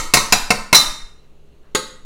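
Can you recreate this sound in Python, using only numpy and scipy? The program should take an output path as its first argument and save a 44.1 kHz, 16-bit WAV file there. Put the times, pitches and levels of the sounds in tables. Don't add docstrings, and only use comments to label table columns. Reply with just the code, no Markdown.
import sys
import numpy as np
from scipy import signal
from scipy.io import wavfile
from scipy.ndimage import uniform_filter1d

SR = 44100
rng = np.random.default_rng(int(sys.argv[2]) if len(sys.argv) > 2 else 0)


def boost_factor(decibels):
    exponent = np.asarray(decibels, float) / 20
    return 10 ** exponent


def inscribe(sig):
    pcm = np.round(np.clip(np.atleast_2d(sig).T, -1, 1) * 32767)
    wavfile.write(sys.argv[1], SR, pcm.astype(np.int16))


N = 90404
LEAD_S, TAIL_S = 0.2, 0.9

# t/s, cup level/dB, bowl ring level/dB, crowded modes level/dB, brightness/(dB/octave)
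BLOWS = [
    (-.05, -37, -19.5, -3.5, 0.5),
    (.0095, -49, -43, -32.5, -5),
    (.1370, 2.5, -26.5, 2, 1.5),
    (.1700, -22.5, -7.5, -11, -0.5),
    (.3230, 3, -9.5, 0.5, 1),
    (0.5042, -3.5, -20.5, -3.5, -1),
    (0.7276, -5.5, -12.5, 0, 0),
    (.7468, -8.5, 3.5, 3, 3),
    (1.7484, -36.5, -28.5, -8, 0),
]


def evened(x):
    return x / np.sqrt(np.mean(x ** 2) + 1e-20)


def read(points, hz):
    f, value = np.transpose(points)
    return np.interp(np.log(hz + 1), np.log(f + 1), value)


def split(modes, spread, count=4):
    split_db = -6
    hz, db, t60_s = np.transpose(modes)
    apart, lasting = rng.uniform(-1, 1, (2, count, len(hz)))
    all_hz = np.r_[hz, (hz * (1 + spread * apart)).ravel()]
    all_db = np.r_[db, np.tile(db + split_db, count)]
    all_t60_s = np.r_[t60_s, (t60_s * np.exp(0.3 * lasting)).ravel()]
    return all_hz, all_db, all_t60_s


def rings(hz, t60_s, length_s):
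    t = np.arange(round(length_s * SR), dtype=np.float32) / SR
    hz = np.float32(hz)[:, None]
    t60_s = np.float32(np.clip(t60_s, 0.01, 0.55))[:, None]
    return np.sin(2 * np.pi * hz * t) * np.exp(-np.log(1000) * t / t60_s)


def strike(hz, db, t60_s, level_db, length_s):
    place_spread_db, slow_hz, slow_share = 1.5, 300, 0.55
    draw = rng.standard_normal((len(BLOWS), len(hz), 2))
    tilt_db = np.array(BLOWS)[:, 4:] * np.log2(np.maximum(hz, 1200) / 2500)
    share = boost_factor(db) / np.linalg.norm(boost_factor(db))
    weight = share * boost_factor(place_spread_db * draw[..., 0] + tilt_db)
    sign = np.where(hz < slow_hz, slow_share, np.sign(draw[..., 1]))
    return np.float32(weight * sign * boost_factor(level_db)[:, None]) @ rings(hz, t60_s, length_s)


def crowd(level_db, count=1100):
    # f/Hz, level/(dB per Hz)
    density = [(53, -38), (90, -13), (1270, -5), (1510, -5.5), (1870, -4), (3430, -14), (3910, -5.5),
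               (9310, -12.5), (16000, -24.5)]
    # f/Hz, width/Hz, depth (0-1)
    dips = [(3450, 230, .3), (1697, 100, 0.8), (5030, 180, 0.8), (8570, 1500, 0.17)]
    # f/Hz, t60/s
    decay = [(100, 0.051), (500, 0.091), (2000, 0.079), (6000, 0.065), (15000, 0.051)]
    spread_db = 2.5
    draw = rng.standard_normal((3, count))
    place = (np.arange(count) + 0.5 * draw[2].clip(-1, 1) + 1) / count
    hz = 190 + 16000 * place ** 1.3
    db = read(density, hz) + 10 * np.log10((hz / 1000) ** 0.25) + spread_db * draw[0]
    for f, width, depth in dips:
        db = db + 20 * np.log10(1 - np.clip(depth, 0, 0.97) * np.exp(-((hz - f) / width) ** 2))
    t60_s = read(decay, hz) * np.exp(0.27 * draw[1])
    return strike(hz, db, t60_s, level_db, 0.16)


def chatter():
    decay_s, shape = 0.005, (len(BLOWS), 600)
    t = np.arange(600) / SR
    touch = rng.standard_normal(shape) * (rng.random(shape) < 0.04) * np.exp(-t / decay_s)
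    touch[:, 0] = 4.5
    return touch / np.linalg.norm(touch, axis=1, keepdims=True)


def blows():
    # f/Hz, level/dB, t60/s
    bowl = [(1210, -16, .5), (1250, -19.5, 0.37), (3630, -17.5, 0.33), (3690, -15, 0.59), (3740, -18, 0.35),
            (3913, -4, 0.14), (4008, 2, 0.11), (3980, -13, .2), (4156, -6, .12), (4400, -15, 0.2),
            (5136, -15.5, .2), (5400, -12, .12), (5735, -5, 0.13), (6020, -8, .1)]
    cup = [(2649, 3.5, 0.051), (4270, -11, 0.037), (4670, -9.5, 0.065), (5133, -1.5, .065),
           (5790, -12, 0.14), (6835, -12, 0.1), (6960, -7.5, 0.05), (7090, -5.5, 0.044), (9120, -13, 0.08),
           (9960, -19.5, 0.06), (11030, -12.5, 0.032)]
    beater = [(572, -17.5, .15), (1002, -10.5, 0.35), (1294, -8, 0.45), (1488, -8.5, .08),
              (1885, 0.5, 0.083), (1990, -2.5, .06), (2133, 5, 0.12), (2204, 2, 0.11), (1146, -10, 0.38),
              (3110, -13, .06), (7600, -18.5, 0.087), (9480, -20, .15)]
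    handle = [(284, -14.5, 0.12), (426.6, -3.5, 0.12), (510, -8.5, 0.42), (880, -11.5, 0.28),
              (1274, -7, 0.27), (1594, -9.5, .2), (1861, 3, .04), (2710, -4, .06), (2200, -5, 0.062),
              (3160, -0.5, .06), (3360, -12.5, 0.16), (1085, -12, .25), (6740, -1.5, 0.15),
              (6800, -1, 0.044)]
    stand = [(35.8, -10.5, 0.3027), (89, -12, .15), (135, -1.5, .14), (223, -8.5, 0.11),
             (160.4, -3.5, 0.16), (452, 0, 0.088)]
    lip = [(1144, -4.5, 0.28), (2060, 4.5, 0.14), (3620, -10, 0.2), (6000, -1, 0.29), (6360, -6.5, 0.3),
           (7360, 0, 0.23), (7670, -7, 0.27), (9120, -7, .2), (9950, -7.5, 0.22), (9900, -11.5, .2)]
    collar = [(3580, 3.5, 0.067), (3720, -12.5, .45), (3860, -2, 0.15), (3850, -16.5, 0.57),
              (4020, -11, .4), (4230, -12.5, 0.35), (4366, -9, .2), (4590, -12, .2), (9130, -11, .2)]
    base = [(728, 3, 0.12), (446, -1.5, 0.056), (210.5, -7.5, .15), (564.3, -14.5, 0.21)]
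    side_wall = [(959, 1.5, .07), (1038, -3, 0.09), (911, -14.5, 0.52)]
    shoulder = [(2425, -2, 0.068), (2355, 1, .06), (1553, -5.5, 0.099), (2870, -6, .04), (2533, -9.5, 0.11)]
    spreads = (.007, .016, .016, .025, .02, .025, .009, .025, .02, .02)
    # beater level/dB, handle level/dB, stand thud level/dB
    shakes = [(-9.5, -20.5, -17), (-34, -49, -52), (-5, -34, -10), (-8, -32, -25), (-11, -28.5, -23),
              (-12.5, -32.5, -20), (-5, -30.5, -16), (-13.5, -31, -22), (-23, -8, -27.5)]
    lip_db = [-12, -47, -13.5, -21, -22.5, -28.5, -27, -20.5, -43.5]
    # collar level/dB, base level/dB, side wall level/dB, shoulder level/dB
    faces = [(-40.5, -40.5, -35.5, -34.5), (-58.5, -59.5, -55.5, -55.5), (-30, -8.5, -16.5, -18.5),
             (-31.5, -27.5, -15, -21.5), (-30.5, -11, -12, -6), (-36, -11.5, -11.5, -17),
             (-30, -13.5, -7.5, -11), (-24.5, -20.5, -18, -18.5), (-13.5, -33.5, -41.5, -31)]
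    ring_s, rise_s = 0.85, 0.0016
    rows = np.array(BLOWS)
    out = np.zeros((3, 2, N + round((LEAD_S + TAIL_S) * SR)))

    parts = (bowl, cup, beater, handle, stand, lip, collar, base, side_wall, shoulder)
    levels_db = (rows[:, 2], rows[:, 1], *np.transpose(shakes), lip_db, *np.transpose(faces))
    clear = sum(strike(*split(modes, spread), level_db, ring_s)
                for modes, spread, level_db in zip(parts, spreads, levels_db))
    shell = crowd(rows[:, 3])
    rise = np.minimum(np.arange(clear.shape[1]) / (rise_s * SR), 1)
    for k, (s, ring, dense, hits) in enumerate(zip(rows[:, 0], clear, shell, chatter())):
        rattle = signal.fftconvolve(dense, hits)
        part = np.array([ring, np.pad(rattle, (0, len(ring) - len(rattle)))])
        start = round((s + LEAD_S) * SR)
        out[k % len(out), :, start:start + len(ring)] += part * rise
    return out


def kitchen(x):
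    # f/Hz, t60/s
    decay = [(100, 0.66), (400, 0.45), (1200, 0.58), (4200, 0.49), (8000, 0.48), (15000, 0.34)]
    first_echo_s = 0.011
    taps = np.zeros(SR)
    at = np.arange(0, SR - 20, 10)
    taps[at + rng.integers(0, 10, len(at))] = rng.choice([-1., 1.], len(at))
    hz, t, z = signal.stft(taps, SR, nperseg=256)
    fade = boost_factor(-60 * t / read(decay, hz)[:, None])
    tail = signal.istft(z * fade, SR, nperseg=256)[1]
    tail = tail * (1 - np.exp(-(np.arange(len(tail)) / SR / first_echo_s) ** 2))
    return signal.fftconvolve(x, tail / np.linalg.norm(tail))[:len(x)]


def air():
    # f/Hz, level/(dB per Hz)
    spectrum = [(29, -24), (50, -0.5), (91, -17), (155, -7), (180, -19.5), (398, -14), (884, -27.5),
                (2750, -33.5), (16000, -51)]
    # f/Hz, width/Hz, level/dB
    peaks = [(2780, 180, 5), (4070, 300, 4), (1900, 400, -3), (6700, 300, 3), (60, 13, 2),
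             (5190, 410, -4.5)]
    # f/Hz, level/dB
    hum = [(58.4, -57), (150, -63), (217, -68), (410, -66)]
    air_db = -54.5
    frames, hz = N // 256 + 5, np.fft.rfftfreq(1024, 1 / SR)
    a, b, patches = rng.standard_normal((frames, 513, 3)).T
    patches = evened(uniform_filter1d(uniform_filter1d(patches, 8, 0), 10, 1))
    bumps_db = sum(db * np.exp(-((hz - f) / width) ** 2) for f, width, db in peaks)
    level_db = (read(spectrum, hz) + bumps_db)[:, None] + 0.94 * patches
    z = (a + 1j * b) * boost_factor(level_db) * (hz[:, None] > 40)
    tone = boost_factor(air_db) * evened(signal.istft(z, nperseg=1024, noverlap=768)[1][:N])
    for f, db in hum:
        drift = evened(uniform_filter1d(rng.standard_normal(N), 3000))
        phase = 2 * np.pi * np.cumsum(f * (1 + 0.008 * drift)) / SR
        tone = tone + np.sqrt(2) * boost_factor(db) * np.sin(phase)
    return tone


def hand():
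    # t/s, level/dB
    shaking = [(0.0, -25), (0.26, -29), (0.43, -23), (0.48, -32), (0.64, -28), (0.68, -43), (0.902, -26),
               (0.97, -37), (1.05, -28), (1.1, -42), (2.02, -42), (2.05, -26.5)]
    band_hz = (5, 17)
    sos = signal.butter(3, band_hz, "bandpass", fs=SR, output="sos")
    lumps = evened(signal.sosfilt(sos, rng.standard_normal(N + SR))[SR:])
    lumps = lumps / np.sqrt(uniform_filter1d(lumps ** 2, 6000) + 0.064)
    s, db = np.transpose(shaking)
    return lumps * boost_factor(np.interp(np.arange(N) / SR, s, db))


def scuff():
    start_s, length_s, band_hz, level_db = 1.61, 0.12, (910, 1700), -61.5
    u = np.clip((np.arange(N) / SR - start_s) / length_s, 0, 1)
    sos = signal.butter(2, band_hz, "bandpass", fs=SR, output="sos")
    return boost_factor(level_db) * np.sin(np.pi * u) * evened(signal.sosfilt(sos, rng.standard_normal(N)))


def scene():
    wet_db = -9
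    clear_wet_db = -5.5
    metal = 0
    for clear, dense in blows():
        echo = kitchen(dense + boost_factor(clear_wet_db) * clear)
        metal = metal + clear + dense + boost_factor(wet_db) * echo
    metal = metal[round(LEAD_S * SR):][:N]
    return (metal + air() + hand() + scuff())[None]


def top_cut(x):
    return signal.sosfilt(signal.butter(12, 16320, fs=SR, output="sos"), x)


def record(dry):
    ceiling, edge_hz, over_edge_db = 0.87, 15850, -46
    flat = np.clip(dry, -ceiling, ceiling)
    sos = signal.ellip(10, 0.5, -over_edge_db, edge_hz, fs=SR, output="sos")
    mix = signal.sosfilt(sos, flat)
    return top_cut(mix)


dry = scene()
out = record(dry)
inscribe(out)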